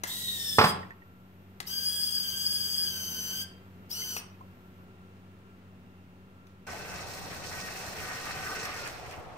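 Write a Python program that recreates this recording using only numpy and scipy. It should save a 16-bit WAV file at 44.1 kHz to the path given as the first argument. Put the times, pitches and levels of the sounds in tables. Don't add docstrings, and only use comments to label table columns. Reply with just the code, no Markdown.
import sys
import numpy as np
from scipy import signal
from scipy.fft import rfft, irfft, next_fast_len
from scipy.io import wavfile

SR = 44100
rng = np.random.default_rng(int(sys.argv[2]) if len(sys.argv) > 2 else 0)


def volts_from_db(level):
    exponent = np.asarray(level, float) / 20
    return 10 ** exponent


def int16_out(signal):
    q = np.round(np.clip(np.atleast_2d(signal).T, -1, 1) * 32767)
    wavfile.write(sys.argv[1], SR, q.astype(np.int16))


N = 413216
T = np.arange(N) / SR
SIZE = next_fast_len(N + SR)
HZ = np.maximum(np.arange(SIZE // 2 + 1) * SR / SIZE, 1)
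SCENE_CHANGE_S = 6.666
LEFT_LAG_SAMPLES = -14

# start in seconds, stop in seconds, gear hiss over the mean in dB, brush level in dB,
# line taut from in seconds.
BURSTS = [
    (0.054, 0.698, 6, 0.5, .4),
    (1.653, 3.423, 5.5, -1, 0.0054),
    (3.887, 4.183, 5, -5, 0.014),
]
# time in seconds, tooth rate in Hz.
TOOTH_RATES = [
    [(.12, 1907), (.18, 1950), (.33, 1884), (.4, 1814), (.48, 1782), (.56, 1752), (.62, 1684), (.7, 1639)],
    [(1.82, 1594), (1.89, 1631), (2.12, 1626), (2.3, 1577), (2.55, 1624), (2.68, 1593), (2.82, 1632),
     (2.94, 1543), (3.3, 1516)],
    [(3.95, 1464), (4.0, 1515), (4.045, 1535), (4.12, 1492), (4.19, 1435)],
]
# start in seconds, duration in seconds, gain in Hz.
LOAD_EASES = (3.3, 0.095, 70)
# multiple of tooth rate, level in dB, loss on a slack line in dB.
MESH = [(1, -1, -0.5), (2, -1.04, 0.5), (3, -4.5, 26), (4, 1.5, 7), (5, 0.4, 10), (6, -6, 9), (7, -13, 8)]
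# centre in Hz, width in Hz, left level in dB, right level in dB, right lead in rad.
CASE = [(1600, 250, -52, -45, .05), (1810, 250, -50, -42, .05), (3200, 450, -39, -36, 1.4),
        (3720, 480, -31.5, -30.5, -.8), (4540, 260, -35.5, -41, -2), (4870, 260, -20, -25, -.4),
        (5350, 450, -27, -31, -.5), (6050, 380, -37, -39, .05), (6400, 220, -43, -58, -1.3),
        (7500, 600, -51, -53, 2.5), (8200, 330, -42, -38, 3), (8700, 500, -41, -35.5, 1.2),
        (9800, 400, -35.5, -34.5, .4), (10850, 400, -58, -47, .6)]
# multiple of shaft turn, level in dB.
SHAFT = [(3, -64), (5, -71), (6, -68), (7, -67), (9, -61.5)]
# frequency in Hz, density in dB per Hz.
LOOSE_HISS = [(500, -18.5), (1400, -25.5), (2400, -22.5), (3150, -4.5), (3600, -6.5), (4200, -6.5),
              (6200, -10), (7300, -9), (8200, -2), (9300, -13), (10700, -15), (12900, -9.5), (14500, -14.5),
              (16000, -20)]
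LOADED_HISS = [(500, -18), (2500, -17), (3100, -4), (3600, -24), (3850, -8), (4100, -44), (4350, -28),
               (4800, 1), (5700, -10), (6300, -5), (7250, -24), (8100, -6), (8900, -15), (9700, -8),
               (10500, -22), (12700, -1), (14500, -15), (15800, -14)]
# frequency in Hz, left-right difference in dB.
HISS_PAN = [(500, -1.5), (3000, -3.5), (5000, 3.5), (6500, 9), (8000, 1), (11000, -6.5), (13000, 9.5),
            (15500, 21.5)]
# frequency in Hz, likeness of the sides 0-1.
HISS_ALIKE = [(500, 0.43), (3000, 0.31), (8000, 0.2), (15000, 0.33)]
# frequency in Hz, density in dB per Hz.
IDLE_BUZZ = [(10500, -41.0), (11800, -0.5), (12800, -2), (14200, -5.0), (15000, -41)]
# time in seconds, peak in dB, ring in Hz, left-right difference in dB.
CLICKS = [
    (.0356, -17, 2110, 4.5),
    (1.6025, -22.5, 2050, 8),
    (4.1657, -20.5, 2680, 6),
    (5.1682, -57.5, 2200, 2),
    (6.4694, -47.5, 2400, -.6),
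    (8.653, -28, 1520, -8),
    (8.79, -40, 2600, 0),
    (8.8745, -30, 1710, -16),
    (9.11, -37, 2600, -6),
]
# time in seconds, peak in dB, ring in Hz, left-right difference in dB.
TAPS = [(0.8294, -48, 1840, -18), (0.9063, -38, 1850, -5.5), (1.0193, -51.5, 1864, -5.5),
        (3.8207, -60, 1370, -1), (4.0184, -44, 2080, -4.5), (4.346, -60, 2530, -4),
        (4.407, -44.5, 1070, -0.5), (4.7863, -58, 982, -2.5)]
# time in seconds, peak in dB, crack in dB.
FALL = [
    (0.585, -1, -24),
    (0.612, -6.5, -24),
    (0.64, -6.5, -17.5),
    (0.669, -22.5, -16),
    (0.699, -24.5, -22),
]
# frequency in Hz, level in dB, t60 in seconds.
BOARDS = [(152.8, -17.5, 0.52), (217, -16.5, 0.78), (266, -15.5, 0.32), (450, -5.5, 0.5),
          (515, -14.5, 0.25), (624, -17, 0.48), (740, -9, 0.18), (870, -2.5, 0.64), (1076, -5, 0.25),
          (1150, -9, 0.42), (1264, -6, 0.51), (1290, -18.5, 0.388), (1567, -25, 0.49), (1590, -17, 0.3),
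          (1786, -11.5, 0.52), (1720, -20.5, 0.48)]
# frequency in Hz, density in dB per Hz.
THUMP = [(29, -42), (50, -14.5), (203, -3), (304, -18), (446, -10), (539, -12.5), (1020, -4.5), (4140, -23),
         (5010, -19), (7350, -55.5), (8000, -37), (10400, -63.5), (17600, -120)]
# time in seconds, level in dB.
THROTTLE = [(6.68, -46.5), (7.4, -48), (7.55, -45), (8.04, -44), (8.62, -40), (8.73, -42), (8.86, -42.5),
            (9.02, -52), (9.12, -50.5)]
# time in seconds, turn rate in Hz.
TRUCK_TURNS = [(6.67, 381), (7.1, 381), (7.4, 378), (8.65, 380), (8.85, 349), (9.15, 330)]
# multiple of turn rate, level in dB.
TRUCK_ORDERS = [(2, -12), (4, -3), (5, -7), (7, -13), (14.3, -14)]
# frequency in Hz, width in Hz, level in dB.
TRUCK_RINGS = [(448, 74, -4), (734, 20, -11), (1207, 140, 0), (2600, 130, -2.5), (5360, 200, -40)]
# frequency in Hz, density in dB per Hz.
WHIRR = [(530, -13), (900, -14.5), (1390, -4), (1510, -2), (1640, -4), (1890, -2), (2590, -6.5),
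         (3400, -14.5), (4420, -43), (7480, -120)]
CRUNCH = [(1760, -54), (3000, -10.5), (4230, 1.5), (4900, -1.5), (5440, 2.5), (7050, -5), (8700, -5.5),
          (10500, -13.5), (15000, -11.5), (16000, -31)]
# frequency in Hz, left-right difference in dB.
CRUNCH_PAN = [(4000, 0.5), (8000, -3.5), (13000, 9.5)]
# frequency in Hz, likeness of the sides 0-1.
YARD_ALIKE = [(60, 0.24), (180, 0.7), (550, 0.52), (1650, 0.041), (4970, 0.025), (15000, 0.02)]
# frequency in Hz, t60 in seconds.
ROOM_T60 = [(60, .6), (300, .52), (2000, .46), (5000, .33), (12000, .2)]
# frequency in Hz, side share 0-1.
ROOM_WIDTH = [(100, .25), (300, .4), (900, 0.92)]
# frequency in Hz, density in dB per Hz.
KITCHEN = [(12, -37), (20, -16), (43, -22), (81, -5.5), (138, -6.5), (187, -6.5), (319, -13.5),
           (377, -11.5), (527, -17), (1370, -21.5), (1480, -23), (2670, -26.5), (4810, -37.5), (13000, -46),
           (16000, -42)]
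# frequency in Hz, likeness of the sides.
KITCHEN_ALIKE = [(60, 1), (180, 0.88), (550, 0.94), (1650, 0.037), (4970, -0.14), (15000, -0.06)]
# time # in seconds, level in dB.
KITCHEN_LEVEL = [(0.0, -53.5), (0.57, -51.5), (0.72, -41), (0.94, -56), (1.21, -56), (1.8, -54),
                 (3.25, -50.5), (3.71, -53.5), (4.04, -53), (6.6, -55.5)]
KITCHEN_FADE = [(6.7, 6), (7.6, 7), (8.6, 4), (9.37, -40)]
# multiple of stroke rate, level in dB.
HUM = [(1, -61), (2, -60.5), (3, -74), (4, -71)]
# frequency in Hz, level in dB.
HUM_LINES = [(145.3, -78), (242.2, -72), (1362, -72.5), (2724, -82)]
# frequency in Hz, density in dB per Hz.
TRAFFIC = [(12, -44), (20, -24), (70, -2), (107, -3.5), (146, -5), (198, -12), (270, -13), (542, -7),
           (738, -5), (1060, -11), (16000, -53.5)]
# frequency in Hz, width in Hz, level in dB.
FAR_FAN = (742, 25, -13)

TEETH = 10
SPIN_UP_S, SPIN_START_SHARE, WHINE_RISE_S = 0.032, 0.64, 0.064
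ATTACK_S, RELEASE_S, TAUTEN_S, GEAR_DB = 0.023, 0.04, 0.04, -45.5
LABOUR_HZ, LABOUR_DB_PER_HZ, KNOCK_FREE_DB, KNOCK_RANGE_DB = 1569, 0.6, -13, 14.5
IDLE_DB, IDLE_OFF_S, IDLE_REST_DB = -78.5, 4.85, -86.5
CONTACT_HZ = 2467
HALT_S, HALT_FADE_S, HALT_DB, HALT_CRUNCH_DB = 9.13, 0.098, -8.5, -4
CRUNCH_DB, CRUNCH_FOLLOWS, WHINE_EXTRA = -47.5, 0.61, 0.66
CRUST_S, CRUST_DB_PER_S2 = 7.84, -2.5
HUM_HZ, TRAFFIC_DB = 93.3, -46
TOP_HZ, OFFSET = 15700, -0.0007


def rms_one(x):
    return x / np.sqrt(np.mean(x ** 2) + 1e-20)


def in_time(rows):
    s, *columns = np.transpose(rows)
    return [np.interp(T, s, c) for c in columns]


def at_hz(points, hz):
    table_hz, value = np.transpose(points)
    return np.interp(np.log(hz), np.log(table_hz), value)


def drift(rate_hz):
    r = np.exp(-40 * np.pi * rate_hz / SR)
    slow = signal.lfilter([1], [1, -2 * r, r * r], rng.standard_normal(N // 20 + 4002))[4000:]
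    return np.interp(np.arange(N) / 20, np.arange(len(slow)), rms_one(slow))


def bandpass(x, low_hz, high_hz, order=1):
    return signal.sosfilt(signal.butter(order, [low_hz, high_hz], "band", fs=SR, output="sos"), x)


def pair(x, pan_db, lag=LEFT_LAG_SAMPLES):
    return np.array([np.roll(x, round(lag)) * volts_from_db(pan_db / 2), x * volts_from_db(-pan_db / 2)])


def ring(x, hz, t60_s):
    r, w = volts_from_db(-60 / (t60_s * SR)), 2 * np.pi * hz / SR
    return signal.lfilter([0, np.sin(w)], [1, -2 * r * np.cos(w), r * r], x + 1e-18)


def noise(spectrum, alike, patchy_db=0, lag=0, pan=((1, 0), (2, 0)), grain_db=0):
    grain = volts_from_db(grain_db * np.minimum(rng.exponential(1, SIZE), 4))
    both, left, right = rfft(rng.standard_normal((3, SIZE)) * grain) * volts_from_db(at_hz(spectrum, HZ))
    c, side = np.clip(at_hz(alike, HZ), 0, 1), volts_from_db(at_hz(pan, HZ) / 2)
    late = np.exp(-2j * np.pi * HZ * lag / SR)
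    left = (np.sqrt(c) * both * late + np.sqrt(1 - c) * left) * side
    right = (np.sqrt(c) * both + np.sqrt(1 - c) * right) / side
    lr = np.array([left, right])
    if not patchy_db:
        out = irfft(lr, SIZE)[:, :N]
    else:
        out = np.zeros((2, N))
        octave, shared = np.clip(np.log2(HZ / 200), 0, 6), drift(4.8)
        for k in range(7):
            band = irfft(lr * np.clip(1 - abs(octave - k), 0, 1), SIZE)[:, :N]
            out += band * volts_from_db(patchy_db * (0.13 * shared + drift(19.3)))
    return out / np.std(out.mean(axis=0))


def winch(burst, tooth_rate, hiss):
    start_s, stop_s, hiss_db, brush_db, taut_s = burst
    since_s = np.maximum(T - start_s, 0)
    ease_s, ease_over_s, ease_hz = LOAD_EASES
    eased_hz = ease_hz * np.clip((T - ease_s) / ease_over_s, 0, 1) * (start_s < ease_s)
    spin_up = 1 - (1 - SPIN_START_SHARE) * np.exp(-(since_s / SPIN_UP_S) ** 2)
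    teeth_hz = (in_time(tooth_rate)[0] + eased_hz) * spin_up
    waver = 1 + 0.003 * drift(30.2) + 0.0032 * drift(120)
    phase = 2 * np.pi * np.cumsum(teeth_hz * waver) / SR
    turn = phase / TEETH

    out = hiss * volts_from_db(GEAR_DB + hiss_db) * (1 + 0.16 * np.cos(turn))
    bite = np.minimum(since_s / WHINE_RISE_S, 1)
    slack = np.clip((taut_s - T) / TAUTEN_S, 0, 1)
    for k, mesh_db, slack_db in MESH:
        throb = 1 + 0.36 * np.cos(turn + k) + 0.17 * np.cos(2 * turn + k)
        uneven = 1 + 0.17 * drift(100.0)
        left, right, lead = case_gain(k * teeth_hz[::16])
        gain = bite * volts_from_db(mesh_db - slack_db * slack + 2.4 * drift(34.0)) * throb * uneven
        left_whine = np.roll(gain * left * np.sin(k * phase), LEFT_LAG_SAMPLES)
        out = out + [left_whine, gain * right * np.sin(k * phase + lead)]
    out = out + pair(brushes(turn) * volts_from_db(GEAR_DB + brush_db + 1), 9, lag=-15)

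    knock = sum(volts_from_db(db + 2.0 * drift(12)) * np.sin(k * turn + k) for k, db in SHAFT)
    labour_db = np.clip((LABOUR_HZ - teeth_hz) * LABOUR_DB_PER_HZ, 0, KNOCK_RANGE_DB)
    out = out + pair(knock * volts_from_db(KNOCK_FREE_DB + labour_db), -5.5, lag=-1.5)
    on = np.interp(T, [start_s, start_s + ATTACK_S, stop_s, stop_s + RELEASE_S], [0, 1, 1, 0]) ** 2
    return on * out


def case_gain(hz):
    power, cross = np.zeros((2, len(hz))), np.zeros(len(hz), complex)
    for top_hz, width_hz, left_db, right_db, lead in CASE:
        shape = (1 + (2 * (hz - top_hz) / width_hz) ** 2) ** -2
        power += volts_from_db([[left_db], [right_db]]) ** 2 * shape
        cross += volts_from_db(left_db + right_db) * shape * np.exp(1j * lead)
    left, right = np.sqrt(power)
    return np.repeat([left, right, np.angle(cross)], 16, axis=1)[:, :N]


def brushes(turn):
    angle = np.linspace(0, 2 * np.pi, 300)
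    track = np.interp(turn % (2 * np.pi), angle, rng.standard_normal(300))
    return rms_one(bandpass(track, 11800, 13900, order=2))


def servo_idle():
    buzz = noise(IDLE_BUZZ, HISS_ALIKE, pan=HISS_PAN)
    return buzz * volts_from_db(np.where(T < IDLE_OFF_S, IDLE_DB, IDLE_REST_DB)) * (T < SCENE_CHANGE_S)


def clicks(rows, t60_s, lift_db, top_hz, ring_share):
    out, fade_s = np.zeros((2, N)), np.arange(1500) / SR
    decay = (np.exp(-fade_s / 0.0021) + 0.6 * np.exp(-fade_s / 0.012)) * np.minimum(fade_s / 0.00035, 1)
    for s, peak_db, hz, pan_db in rows:
        burst = rng.standard_normal(1500) * decay
        snap = rms_one(bandpass(burst, 600, top_hz))
        body = rms_one(ring(burst, hz, t60_s)) + 0.14 * rms_one(ring(burst, hz / 2, t60_s))
        tick = ring_share * body + (1 - ring_share) * snap
        placed, i = np.zeros(N), round(s * SR)
        placed[i:i + 1500] = tick / abs(tick).max() * volts_from_db(peak_db + lift_db)
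        out += pair(placed, pan_db)
    return out


def fall():
    out, fade_s = np.zeros(N), np.arange(SR // 2) / SR
    size = len(fade_s)
    colour = volts_from_db(at_hz(THUMP, np.maximum(np.arange(size // 2 + 1) * 2, 1)))
    tap = signal.lfilter(*signal.butter(1, CONTACT_HZ, fs=SR), 1.0 * (fade_s == 0))
    decay = np.exp(-fade_s / 0.014)
    for s, peak_db, crack_db in FALL:
        chance = rng.standard_normal(size)
        modes = np.zeros(size)
        for (hz, level_db, t60_s), luck in zip(BOARDS, chance):
            modes += ring(tap, hz, 0.2 * min(t60_s, 0.6)) * volts_from_db(level_db - 11.0 + 0.83 * luck)
        shell = ring(tap, 1120, 0.03) * volts_from_db(-8.0)
        thud = rms_one(irfft(rfft(chance) * colour)) * decay * np.minimum(fade_s / 0.002, 1)
        crack = bandpass(chance, 1800, 5000) * decay
        i = round(s * SR)
        out[i:i + size] += volts_from_db(peak_db) * (modes + shell + volts_from_db(-7.0) * thud + volts_from_db(crack_db) * crack)
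    return signal.sosfilt(signal.butter(4, 90, "high", fs=SR, output="sos"), out)


def truck():
    throttle_db, = in_time(THROTTLE)
    swing_db = throttle_db + 44
    halted = np.clip((T - HALT_S) / HALT_FADE_S, 0, 1)
    drive, rings = rng.standard_normal(N), np.zeros(N)
    for hz, width_hz, db in TRUCK_RINGS:
        rings += rms_one(ring(drive, hz, 2.9 / width_hz)) * volts_from_db(db + 3.0 * drift(3.6))
    turn = 2 * np.pi * np.cumsum(in_time(TRUCK_TURNS)[0] * (1 + 0.005 * drift(6))) / SR
    whine = sum(volts_from_db(db + 3 * drift(4) + 2.5 * drift(30)) * np.sin(k * turn) for k, db in TRUCK_ORDERS)
    tonal = volts_from_db(-1.5) * rms_one(rings) + whine * volts_from_db(WHINE_EXTRA * swing_db)
    whirr = noise(WHIRR, YARD_ALIKE, patchy_db=3.0, lag=-3.0, grain_db=4.0) + pair(tonal, 0, lag=-4.5)
    crunch = noise(CRUNCH, YARD_ALIKE, patchy_db=2.0, pan=CRUNCH_PAN, grain_db=4.0)
    crust_db = CRUST_DB_PER_S2 * (T - CRUST_S) ** 2
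    crunch_db = CRUNCH_DB + CRUNCH_FOLLOWS * swing_db + crust_db + (HALT_DB + HALT_CRUNCH_DB) * halted
    return whirr * volts_from_db(throttle_db + HALT_DB * halted - 2.5) + crunch * volts_from_db(crunch_db)


def room(x):
    out, t60_s = np.zeros((2, len(HZ)), complex), at_hz(ROOM_T60, HZ)
    for k, lag_s in enumerate(rng.uniform(0.017, 0.061, 28)):
        loop = volts_from_db(-60 * lag_s / t60_s) * np.exp(-2j * np.pi * HZ * lag_s)
        out[k % 2] += loop / (1 - loop) * (-1) ** (k // 2)
    mid = out.mean(axis=0)
    response = mid + (out - mid) * at_hz(ROOM_WIDTH, HZ)
    return irfft(response * rfft(x, SIZE), SIZE)[:, :N] / 3


def kitchen():
    stroke = 2 * np.pi * HUM_HZ * T + 0.61 * drift(2.2)
    hum = np.zeros(N)
    for k, db in HUM:
        hum += volts_from_db(db + 2.5 + 1.1 * drift(15)) * np.cos(k * stroke + 0.12 * drift(12))
    for hz, db in HUM_LINES:
        hum += volts_from_db(db + 3 + 2.5 * drift(5)) * np.sin(2 * np.pi * hz * T + 0.7 * drift(3))
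    tone = noise(KITCHEN, KITCHEN_ALIKE, lag=11) * volts_from_db(-60.5)
    level_db = in_time(KITCHEN_LEVEL)[0] + 52.0 + in_time(KITCHEN_FADE)[0]
    return (tone + pair(hum, 0.99, lag=11.8)) * volts_from_db(level_db)


def traffic():
    fan_hz, width_hz, fan_db = FAR_FAN
    fan = rms_one(ring(rng.standard_normal(N), fan_hz, 2.2 / width_hz)) * volts_from_db(fan_db)
    return (noise(TRAFFIC, YARD_ALIKE, patchy_db=1.7) + fan) * volts_from_db(TRAFFIC_DB)


def scene():
    loaded = noise(LOADED_HISS, HISS_ALIKE, lag=LEFT_LAG_SAMPLES, pan=HISS_PAN, grain_db=3.5)
    loose = noise(LOOSE_HISS, HISS_ALIKE, lag=LEFT_LAG_SAMPLES, pan=HISS_PAN, grain_db=1.5)
    motor = sum(winch(*run) for run in zip(BURSTS, TOOTH_RATES, (loose, loaded, loaded)))
    ticks = clicks(CLICKS, t60_s=0.0091, lift_db=-1.5, top_hz=5110, ring_share=0.35)
    taps = clicks(TAPS, t60_s=0.045, lift_db=4, top_hz=5000, ring_share=0.94)
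    drop = fall()
    indoor_clicks = (ticks[1] * volts_from_db(-2.0) + taps[1] * volts_from_db(-25.0)) * (T < SCENE_CHANGE_S)
    wet = room(motor[1] * volts_from_db(-7.0) + indoor_clicks + drop * volts_from_db(-7.5))
    near = motor * volts_from_db(-2.5) + ticks + taps + pair(drop * volts_from_db(-0.4), -3, lag=-6)
    yard = (truck() + traffic()) * np.clip((T - SCENE_CHANGE_S) / 0.0042, 0, 1)
    return near + wet + servo_idle() + kitchen() + yard


def roll_off(x):
    return signal.sosfilt(signal.butter(12, 16860, fs=SR, output="sos"), x)


def record(dry):
    rounded = 0.93 * np.tanh(dry / 0.93)
    cut = signal.sosfilt(signal.ellip(10, 0.5, 60, TOP_HZ, fs=SR, output="sos"), rounded)
    return roll_off(cut + OFFSET)


dry = scene()
out = record(dry)
int16_out(out)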